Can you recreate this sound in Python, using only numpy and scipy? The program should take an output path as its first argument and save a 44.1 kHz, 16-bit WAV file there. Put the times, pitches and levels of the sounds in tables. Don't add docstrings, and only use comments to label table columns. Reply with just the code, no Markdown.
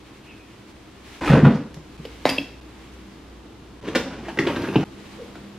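import sys
import numpy as np
from scipy import signal
from scipy.fft import rfft, irfft, next_fast_len
from scipy.io import wavfile
from scipy.ndimage import map_coordinates

SR = 44100
rng = np.random.default_rng(int(sys.argv[2]) if len(sys.argv) > 2 else 0)


def waveform_to_disk(signal):
    frames = np.transpose(np.atleast_2d(signal))
    scaled = np.clip(frames, -1, 1) * 32767
    samples = np.round(scaled).astype(np.int16)
    wavfile.write(sys.argv[1], SR, samples)


N = 246468
TIME = np.arange(N) / SR
AGE = TIME[:SR // 2]


def amp(db):
    return np.exp(np.maximum(db, -300) * (np.log(10) / 20))


def unit(x):
    return x / np.sqrt(np.mean(x ** 2) + 1e-20)


def along(points, hz):
    f, v = np.transpose(points)
    return np.interp(np.log(hz + 1), np.log(f + 1), v)


def filtered(x, response):
    n = x.shape[-1]
    m = next_fast_len(n + 8192)
    return irfft(rfft(x, m) * response(np.fft.rfftfreq(m, 1 / SR)), m)[..., :n]


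def coloured(x, spectrum):
    return unit(filtered(x, lambda hz: amp(along(spectrum, hz))))


def wobble(rate):
    coarse = TIME[::32]
    knots = rng.standard_normal(int(N * rate / SR) + 4)
    return np.interp(TIME, coarse, map_coordinates(knots, [coarse * rate]))


def stroke(s, length, attack, t60):
    return np.clip((TIME - s) / attack, 0, 1) * amp(-60 * np.maximum(TIME - s - length, 0) / t60)


def swell(s, half_length):
    return np.exp(-((TIME - s) / half_length) ** 2)


def add(track, s, sound):
    part = track[round(s * SR):][:len(sound)]
    part += sound[:len(part)]


def ring(modes, contact=0.000067):
    hz, db, t60 = np.transpose(modes)[:, :, None]
    level = db + rng.standard_normal(hz.shape) - 60 * AGE / t60
    sign = (-1) ** np.arange(len(hz))[:, None]
    x = np.sum(sign * amp(level) * np.sin(2 * np.pi * hz * AGE), axis=0) * (1 - np.exp(-AGE / contact))
    x = signal.sosfilt(signal.butter(2, hz.min() / 2, "high", fs=SR, output="sos"), x)
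    return x / np.abs(x).max()


def crack(spectrum, t60, rise=.0001):
    noise = coloured(rng.standard_normal(len(AGE)), spectrum)
    return .5 * noise * amp(-60 * AGE / t60) * (1 - np.exp(-AGE / rise))


def slips(rate, spread_db):
    return (rng.random(N) < rate / SR) * rng.standard_normal(N) * amp(spread_db * rng.standard_normal(N))


def body(x, modes):
    return unit(signal.fftconvolve(x, ring(modes))[:N])


def diffuse(pair, width):
    side = filtered(pair[1], lambda hz: amp(along(width, hz)))
    return np.array([pair[0] + side, pair[0] - side])


# f/Hz, T60/s
ROOM_T60 = [(100, 0.47), (400, 0.51), (2500, 0.51), (6000, 0.62), (14000, 0.31)]
# f/Hz, side over mid/dB
ROOM_WIDTH = [(100, -86), (250, -27.5), (500, -17.5), (1000, -14), (2000, -15), (4000, -3), (8000, 4),
              (13000, 12)]
ECHO_CHANGE_S = .13


def kitchen(x, wet_db, bass_db, early, lag):
    wet, hop = np.zeros((2, N)), round(ECHO_CHANGE_S * SR)
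    fade = signal.get_window("cosine", 2 * hop)
    build = (1 - np.exp(-(AGE / 0.00044) ** 2)) * (1 + early * np.exp(-AGE / 0.03))
    for start in range(0, N - 2 * hop, hop):
        piece = x[start:start + 2 * hop] * fade
        if np.abs(piece).max() > 1e-3:
            hz, t, noise = signal.stft(rng.standard_normal((2, len(AGE))), SR, nperseg=256)
            decay = amp(-60 * t / along(ROOM_T60, hz)[:, None])
            tail = signal.istft(noise * decay, SR, nperseg=256)[1][:, :len(AGE)] * build
            for side, answer in zip(wet, tail / np.linalg.norm(tail[0])):
                add(side, start / SR, signal.fftconvolve(piece, answer))
    wet = diffuse(filtered(wet, lambda f: amp(along([(170, bass_db), (500, 0)], f))), ROOM_WIDTH)
    direct = filtered(x, lambda f: np.exp(1j * np.pi * f * lag / SR * np.array([[-1], [1]]))) if lag else x
    return direct + amp(wet_db) * wet


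# f/Hz, level/dB
AIR_SPECTRUM = [(15, -53), (25, -9), (39, -21), (55, -10.5), (136, -7), (160, -13), (183, -9.5),
                (281, -7.5), (313, -6.5), (582, -19), (1050, -20.5), (1660, -25.5), (3530, -29),
                (13200, -50), (15500, -53)]
# f/Hz, side over mid/dB
NOISE_WIDTH = [(60, -41), (110, -19), (200, -13), (380, -8.5), (700, -6), (1290, -5), (2380, -6),
               (4400, -2.5), (8120, 1), (15000, 4)]
MAINS_HZ, OPEN_S, DOOR_SWING_S = 60, 0.99, 0.38
MAINS_DB, FAN_DB, AIR_DB = -58.5, -61, -47
OPEN_MAINS_DB, OPEN_FAN_DB, OPEN_AIR_DB = 9, 2.5, 1.33
NEAR_FAN_DB, NEAR_AIR_DB = 13.5, 3.5
FAN_FLUTTER_DB = 3


def hum():
    def tone(hz, drift):
        phase = 2 * np.pi * hz * TIME + drift * wobble(rate=10)
        return np.sqrt(2) * np.sin(phase) * amp(1.8 * wobble(rate=8.9))

    near = TIME > DIP_TIMES[-1]
    opened = np.clip((TIME - OPEN_S) / DOOR_SWING_S, 0, 1) * ~near
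    mains = amp(MAINS_DB + OPEN_MAINS_DB * opened)
    fan = amp(FAN_DB + OPEN_FAN_DB * opened + NEAR_FAN_DB * near)
    fan *= unit(amp(FAN_FLUTTER_DB * wobble(rate=18)))
    air = amp(AIR_DB + OPEN_AIR_DB * opened + NEAR_AIR_DB * near)
    lines = mains * tone(hz=MAINS_HZ, drift=0.5) + fan * tone(hz=200.5, drift=0.95)
    lines += amp(-57) * tone(hz=319.6, drift=1.4) + amp(-82) * tone(hz=13006, drift=0.82)
    return lines + air * diffuse(coloured(rng.standard_normal((2, N)), AIR_SPECTRUM), NOISE_WIDTH)


# t/s of the fastest moment, half length/s, level/dB
ARM_SWINGS = [(1.15, 0.13, -46), (2.16, 0.25, -44), (2.884, 0.45, -51.5), (4.327, 0.084, -44.5),
              (5.178, 0.25, -45)]
# f/Hz, level/dB
NYLON_SPECTRUM = [(350, -15), (600, -8), (809, -3), (1300, -5.5), (2160, -2), (3070, -4.5), (12300, -25),
                  (15500, -21)]
# t/s, half length/s, f/Hz, bandwidth/Hz, level/dB
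SQUEAKS = [(0.296, 0.05, 2580, 600, -50.5), (0.41, 0.055, 2510, 350, -57.5),
           (1.556, 0.019, 4940, 2500, -51.5), (4.599, .2, 11200, 3500, -63.5),
           (5.215, 0.024, 488, 110, -37.5)]
FIDGET_DB, FIDGET_S = -52.5, 1.5


def handling():
    motion = amp(FIDGET_DB) * stroke(0, FIDGET_S, attack=.005, t60=.5)
    motion += sum(amp(db) * swell(s, half_length) for s, half_length, db in ARM_SWINGS)
    sleeves = motion * amp(-5 + 1.8 * wobble(rate=34))
    rubs = np.zeros(N)
    for s, half_length, hz, width_hz, db in SQUEAKS:
        squeak = unit(filtered(rng.standard_normal(N), lambda f: 1 / (1 + (2 * (f - hz) / width_hz) ** 2)))
        rubs += amp(db) * squeak * swell(s, half_length)
    rustle = sleeves * diffuse(coloured(rng.standard_normal((2, N)), NYLON_SPECTRUM), NOISE_WIDTH)
    return rustle + kitchen(rubs, wet_db=-3, bass_db=-4, early=0.93, lag=0)


# t/s, f/Hz, level/dB
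DENTS = [(4.471, 3180, -18.5), (4.503, 2700, -25), (4.56, 3680, -24), (4.567, 2400, -27),
         (4.619, 4270, -28.5), (4.674, 1700, -22.5), (4.687, 2800, -29), (4.725, 990, -26.5)]


def crackles():
    x = np.zeros(N)
    for s, hz, db in DENTS:
        patch = [(hz / 4, -15), (hz / 1.8, -7), (hz, 0), (hz * 1.53, -14), (hz * 2, -26), (16000, -38)]
        add(x, s, amp(db) * crack(patch, t60=0.031, rise=0.0008))
    return x


# t/s, thud level/dB, slap level/dB
LIQUID_HITS = [(4.7563, -4, -14), (4.7593, -14, -22), (4.786, -14, -37), (4.798, -17.5, -30)]
# f/Hz, level/dB, T60/s
CARTON_MODES = [(122, -2.5, 0.18), (145.6, 1.5, 0.15), (186.5, 4.5, 0.11), (267, -4, 0.14),
                (310.6, -3, 0.19), (440, 5.5, 0.042), (876, -16, 0.057), (1210, -20, 0.06)]
# f/Hz, level/dB
SLAP_SPECTRUM = [(400, -20), (800, 7.5), (1400, -6), (2000, -10), (2700, 3), (3400, -2.5), (4500, -21),
                 (8000, -36), (14000, -32)]


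def carton():
    x = crackles()
    for s, thud_db, slap_db in LIQUID_HITS:
        thud = amp(thud_db) * ring(CARTON_MODES, contact=0.00046)
        add(x, s, thud + amp(slap_db) * crack(SLAP_SPECTRUM, t60=0.067, rise=0.00046))
    return kitchen(x, wet_db=-8.5, bass_db=-13.5, early=0.69, lag=1.0)


# t/s, length/s, resonance f/Hz, level/dB
GRATE_RUNS = [(3.87, 0.019, 510, -33.5), (4.106, 0.034, 1390, -42.5), (4.248, 0.016, 1930, -41.5),
              (4.283, 0.016, 950, -35.5), (4.463, .008, 2840, -37), (4.467, 0.044, 925, -32.5),
              (4.556, 0.0059, 1640, -31.5), (4.619, 0.018, 4300, -49), (4.635, 0.023, 1610, -36),
              (4.684, 0.0063, 2660, -37)]
# f/Hz, level/dB
GRATE_SPECTRUM = [(300, -8), (600, 3.5), (1000, -3.5), (1900, -1.5), (3300, -6), (5000, -22.5), (8000, -26),
                  (13000, -38.5)]
GRATE_RING_DB, GRATE_WIDTH = 14.5, 0.13
GRATE_ATTACK_S, GRATE_T60_S = 0.0045, 0.057


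def grates():
    x, grains = np.zeros(N), slips(rate=3500, spread_db=2)
    for s, length, hz, db in GRATE_RUNS:
        resonance = lambda f: 1 + amp(GRATE_RING_DB) / (1 + (2 * (f / hz - 1) / GRATE_WIDTH) ** 2)
        colour = lambda f: amp(along(GRATE_SPECTRUM, f)) * resonance(f)
        run = unit(filtered(grains[round(s * SR):][:len(AGE)], colour))
        release = amp(-60 * np.maximum(AGE - length, 0) / GRATE_T60_S)
        add(x, s, amp(db) * run * np.minimum(AGE / GRATE_ATTACK_S, 1) * release)
    return x


# f/Hz, level/dB, T60/s
SHELF_MODES = [(160, -11.5, 0.11), (203, -5, 0.056), (247, 0.5, 0.055), (322, -1, 0.068),
               (390.6, -4.5, 0.084), (512, -3, 0.035), (878, -14.5, 0.068), (1428, -18, 0.091)]
SHELF_SHIFT = 0.11


def drone():
    turn = np.pi / 4 * (1 + np.tanh(2 * wobble(rate=20)))
    tunings = [[(hz * (1 + shift), db, t60) for hz, db, t60 in SHELF_MODES]
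               for shift in (-SHELF_SHIFT, SHELF_SHIFT)]
    low, high = [body(slips(rate=620, spread_db=3), modes) for modes in tunings]
    return np.cos(turn) * low + np.sin(turn) * high


# t/s, length/s, attack/s, level/dB
DRAG_STROKES = [(3.803, .13, 0.063, -36.5), (4.01, 0.3, 0.017, -43), (4.391, 0.53, 0.014, -34.5)]
# f/Hz, level/dB
SCRAPE_SPECTRUM = [(410, -16), (700, 0), (1100, 1), (1700, -7), (2800, -6), (3500, -14.5), (6000, -19.5),
                   (9000, -37), (12500, -49), (15000, -46)]
CLACK_SPECTRUM = [(240, -26), (400, -2), (540, -2.5), (650, -13), (1100, -11.5), (1400, -5.5), (1900, -11),
                  (3300, -15.5), (6000, -25.5), (8000, -33.5), (10500, -42.5), (13000, -36), (14500, -52)]
BUMPS_PER_S = 15


def sliding():
    drag = sum(amp(db) * stroke(s, length, attack, t60=0.36) for s, length, attack, db in DRAG_STROKES)
    x = amp(1.5) * drag * drone()
    scrape = coloured(slips(rate=2200, spread_db=2.5), SCRAPE_SPECTRUM) * amp(1.8 * wobble(rate=45))
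    x += amp(-6.5) * drag * scrape
    cabinet = [(50, -18), (90, 0.5), (135, 2.5), (200, 3), (320, -41.5)]
    x += amp(-5.5) * drag * coloured(slips(rate=450, spread_db=-2), cabinet)
    travel = np.floor(BUMPS_PER_S * TIME + 0.67 * wobble(rate=19))
    catches = drag * (np.diff(travel, prepend=0) > 0)
    bump = amp(3.5) * ring(SHELF_MODES, contact=0.001)
    bump += amp(-11) * crack(CLACK_SPECTRUM, t60=0.04, rise=0.00051)
    return x + signal.fftconvolve(catches, bump)[:N]


# t/s, knock level/dB, cavity f/Hz, clack level/dB
SHELF_KNOCKS = [(3.879, -18.5, 392, -28), (3.9499, -16, 319, -11.5), (3.954, -9.5, 440, -6),
                (3.958, -17, 505, -11), (3.995, -26.5, 92, -22), (4.2822, -22.5, 650, -27.5),
                (4.373, -18, 198, -26), (4.388, -11.5, 278, -13.5), (4.393, -14.5, 162, -30),
                (4.403, -14, 286, -25), (4.469, -10, 341, -20.5), (4.498, -21, 500, -32),
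                (4.56, -19.5, 342, -27), (4.684, -17, 377, -33), (4.831, -20, 780, -32),
                (5.354, -33.5, 644, -33)]
# t/s, level/dB
JAR_HITS = [(3.9497, -22), (4.373, -26), (4.388, -7.5), (4.403, -23), (4.435, -22), (4.56, -34)]
# f/Hz, level/dB, T60/s
JAR_MODES = [(1420, -11, 0.01), (1926, 8, 0.014), (2080, 1, 0.016), (2260, -2.5, 0.015),
             (2750, -5.5, 0.016), (3420, -11, 0.019)]


def shelves():
    x = grates() + sliding()
    for s, knock_db, hollow_hz, clack_db in SHELF_KNOCKS:
        hollow = ring([(hollow_hz, 0, .05), (1.182 * hollow_hz, -3, .04)], contact=0.00053)
        knock = .5 * ring(SHELF_MODES, contact=0.0013) + .5 * hollow
        add(x, s, amp(knock_db) * knock + amp(clack_db) * crack(CLACK_SPECTRUM, t60=0.052, rise=0.00054))
    clinks = np.zeros(N)
    for s, db in JAR_HITS:
        add(clinks, s, amp(db) * ring(JAR_MODES, contact=0.0013))
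    return (kitchen(x, wet_db=-2.5, bass_db=-0.5, early=1.0, lag=1.1)
            + kitchen(clinks, wet_db=-6, bass_db=2, early=0.63, lag=1.6))


# t/s, pop level/dB, snap level/dB, tick level/dB
CAP_POPS = [(2.2542, -0.5, -12, -27), (2.2624, -17.5, -15, -28), (2.2918, -13, -6, -31),
            (2.299, -31, -20, -13.5)]
# t/s, level/dB
HINGE_CLICKS = [(2.3816, -15.5), (2.3835, -9)]
# f/Hz, level/dB, T60/s
BOTTLE_MODES = [(252.7, -20, 0.19), (513, 4, 0.018), (736, 4.5, 0.0097), (1010, -2.5, 0.012),
                (2120, -6.5, 0.01), (3300, -11, 0.0077), (3855, -15, 0.023)]
LID_MODES = [(277, -7, 0.098), (570, -7, 0.015), (2610, -26, 0.15), (2630, -21, 0.17), (2650, 4.5, 0.017),
             (2790, -9, 0.016), (3270, -0.5, 0.016), (3340, -22.5, 0.13), (5163, -26.5, 0.12)]
CATCH_MODES = [(270, -4, 0.13), (2630, -2, 0.11), (3190, -5, .13), (4770, -4.5, .16), (4920, 2, .06),
               (5120, -10, 0.14)]
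# f/Hz, level/dB
BUZZ_SPECTRUM = [(200, -25), (450, -8), (1050, 2), (1350, -8.5), (2150, 1), (3200, -13), (5000, -13.5),
                 (8000, -27.5)]
SNAP_SPECTRUM = [(400, -20), (1300, -2), (2600, 4), (4000, -1), (5000, 1), (6000, -11), (9500, -22),
                 (12500, -14), (16000, -30)]
TICK_SPECTRUM = [(3000, -25), (6300, 0), (7800, -3), (9500, -4), (12500, -4), (16000, -4.5)]
CATCH_S = 2.2925


def cap():
    x, lid = np.zeros(N), np.zeros(N)
    tap = amp(-23) * ring([(470, -6, 0.022), (3000, -6.5, 0.0067)], contact=0.0017)
    add(x, 2.052, tap + amp(-30) * crack(SNAP_SPECTRUM, t60=0.041, rise=0.00082))
    for s, pop_db, snap_db, tick_db in CAP_POPS:
        pop = ring(BOTTLE_MODES, contact=0.00016) + amp(-15.5) * crack(BUZZ_SPECTRUM, t60=0.31, rise=0.0045)
        snap = crack(SNAP_SPECTRUM, t60=0.0083)
        tick = crack(TICK_SPECTRUM, t60=0.0084)
        add(x, s, amp(pop_db) * pop + amp(snap_db) * snap + amp(tick_db) * tick)
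    for s, db in HINGE_CLICKS:
        click = ring(LID_MODES, contact=0.00063) + amp(-18) * crack(SNAP_SPECTRUM, t60=0.012)
        click += amp(-20) * crack(TICK_SPECTRUM, t60=0.012)
        add(lid, s, amp(db) * click)
    add(lid, CATCH_S, amp(-13.5) * ring(CATCH_MODES, contact=0.0002))
    add(x, CATCH_S, amp(-27.5) * crack(SNAP_SPECTRUM, t60=0.54))
    return (kitchen(x, wet_db=-8.5, bass_db=19.5, early=0.82, lag=-0.49)
            + kitchen(lid, wet_db=-11.5, bass_db=18.5, early=1.0, lag=-0.5))


# t/s, half length/s, f/Hz, glide/(Hz/s), level/dB
RUBBER_GROANS = [(1.277, 0.024, 289.6, -700, -24), (1.223, .004, 947, 0, -29), (1.281, .005, 1237, 0, -18),
                 (1.506, .018, 259.2, 0, -17), (1.52, 0.013, 391, 0, -27.5), (1.55, .02, 207, -500, -21),
                 (1.588, .022, 259, 1301, -25.5)]
GROAN_WAVER, GROAN_OCTAVE_DB = 0.063, -24


def groans():
    waver, grip = 1 + GROAN_WAVER * wobble(rate=79), amp(1.3 * wobble(rate=140))
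    x = np.zeros(N)
    for s, half_length, hz, glide, db in RUBBER_GROANS:
        near = np.abs(TIME - s) < 4 * half_length
        phase = 2 * np.pi * np.cumsum((hz + glide * (TIME[near] - s)) * waver[near]) / SR
        tone = np.sin(phase) + amp(GROAN_OCTAVE_DB) * np.sin(2 * phase)
        x[near] += amp(db) * (swell(s, half_length) * grip)[near] * tone
    return x


# t/s, length/s, attack/s, level/dB
SEAL_STRIPS = [(1.208, 0.046, 0.0082, -26), (1.256, 0.083, 0.035, -24.5), (1.434, 0.014, 0.0045, -30.5)]
# f/Hz, level/dB
PEEL_SPECTRUM = [(350, -5), (600, -2), (950, 3.5), (1100, -2), (1500, -0.5), (2500, -7.5), (3800, -16.5),
                 (6000, -27.5), (10000, -40), (15000, -63)]


def seal():
    peel = sum(amp(db) * stroke(s, length, attack, t60=0.44) for s, length, attack, db in SEAL_STRIPS)
    jolts = [amp(db) * stroke(s, length=0, attack=0.0036, t60=0.26) for s, db, _, _ in DOOR_THUMPS]
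    shake = peel + amp(-14.5) * np.linalg.norm(jolts, axis=0)
    crackle = coloured(slips(rate=2900, spread_db=4), PEEL_SPECTRUM) * amp(2.3 * wobble(rate=130))
    x = amp(-2.5) * peel * crackle
    cabinet = [(20, -31), (45, -7), (80, 6), (110, -1.5), (220, 6.5), (300, 5.5), (520, 3),
               (800, -16), (1500, -70)]
    x += amp(-4) * shake * coloured(slips(rate=900, spread_db=1), cabinet) + groans()
    rip = [(500, -17), (1250, -2), (1900, -6.5), (2500, 6), (3600, -13), (6000, -21), (14000, -33)]
    x += amp(-29.5) * swell(1.276, 0.018) * coloured(slips(rate=700, spread_db=0), rip)
    flex_modes = [(46, -2, 0.1), (68, -2, .1), (92, 0, .09)]
    x += amp(-29) * swell(1.336, 0.049) * body(slips(rate=560, spread_db=1), flex_modes)
    tear = [(600, -13), (1400, 8), (2000, -1.5), (3300, -6), (4500, -26), (14000, -46)]
    x += amp(-27.5) * stroke(1.446, 0.018, 0.0028, 0.06) * coloured(slips(rate=1100, spread_db=-2.5), tear)
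    hiss = [(1500, -6), (4000, 1), (8000, -9.5), (14000, -21)]
    return x + amp(-41) * swell(1.28, 0.061) * coloured(slips(rate=1800, spread_db=3), hiss)


# t/s, thump level/dB, hardness/dB, rattle level/dB
DOOR_THUMPS = [(1.298, -3.5, -4, -18), (1.327, 0.5, 8.5, -13.5), (1.348, -11, 7, -13.5),
               (1.372, -7.5, 17, -18), (1.426, -3.5, 3.5, -24), (1.446, -5.5, 3, -12.5),
               (1.4615, -1, 1, -17.5), (1.484, -10, 4, -32), (1.5, -18, 11, -32), (1.552, -21, 13, -34),
               (1.766, -32, -11, -41), (1.992, -30.5, 4, -57)]
# f/Hz, level/dB, T60/s
PANEL_MODES = [(48, -19.5, 0.067), (76, -17, 0.048), (126.6, -4.5, 0.09), (129, -7, 0.12), (153.2, 6, 0.1),
               (198, -2, 0.061), (233, -2.5, 0.1), (262, -12.5, 0.081), (305, -22, 0.071),
               (394, -27.5, 0.09), (458, -18, 0.032)]
HARD_ABOVE_HZ = 150


def door():
    x = seal()
    bins = [(250, -10), (500, -1), (750, -2), (1100, -3), (2000, -13.5), (3200, -22),
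            (5000, -49), (12000, -57)]
    for s, thump_db, hardness, rattle_db in DOOR_THUMPS:
        panel = [(hz, db + hardness * np.clip(np.log2(hz / HARD_ABOVE_HZ), 0, 1), t60)
                 for hz, db, t60 in PANEL_MODES]
        rattle = crack(bins, t60=0.1, rise=0.002)
        add(x, s, amp(thump_db) * ring(panel, contact=0.0025) + amp(rattle_db) * rattle)
    tick = [(2000, 0), (5500, -1), (9000, -13), (12000, -11), (15000, -28)]
    add(x, 1.743, amp(-30.5) * crack(tick, t60=0.014))
    return kitchen(x, wet_db=-2.5, bass_db=-4, early=1.0, lag=0)


DIP_TIMES = [1.205, 1.973, 2.607, 3.809, 4.844]
DIP_RAMP_S = 0.0043


def scene():
    break_off = 1 - np.interp(TIME - DIP_TIMES[-1], [-.005, 0, .4, .45], [0, 1, 1, 0])
    mix = door() + cap() + break_off * (shelves() + carton()) + handling() + hum()
    to_nearest_dip = np.abs(TIME - np.array(DIP_TIMES)[:, None]).min(axis=0)
    return mix * np.clip(to_nearest_dip / DIP_RAMP_S, 0, 1)


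# f/Hz, level/dB
MIC_RESPONSE = [(12500, 0), (14500, -11), (15800, -11)]
TOP_HZ = 15780


def record(dry):
    held = dry / (1 + dry ** 8) ** (1 / 8)
    return filtered(held, lambda hz: amp(along(MIC_RESPONSE, hz)) * (hz < TOP_HZ))


dry = scene()
out = record(dry)
waveform_to_disk(out)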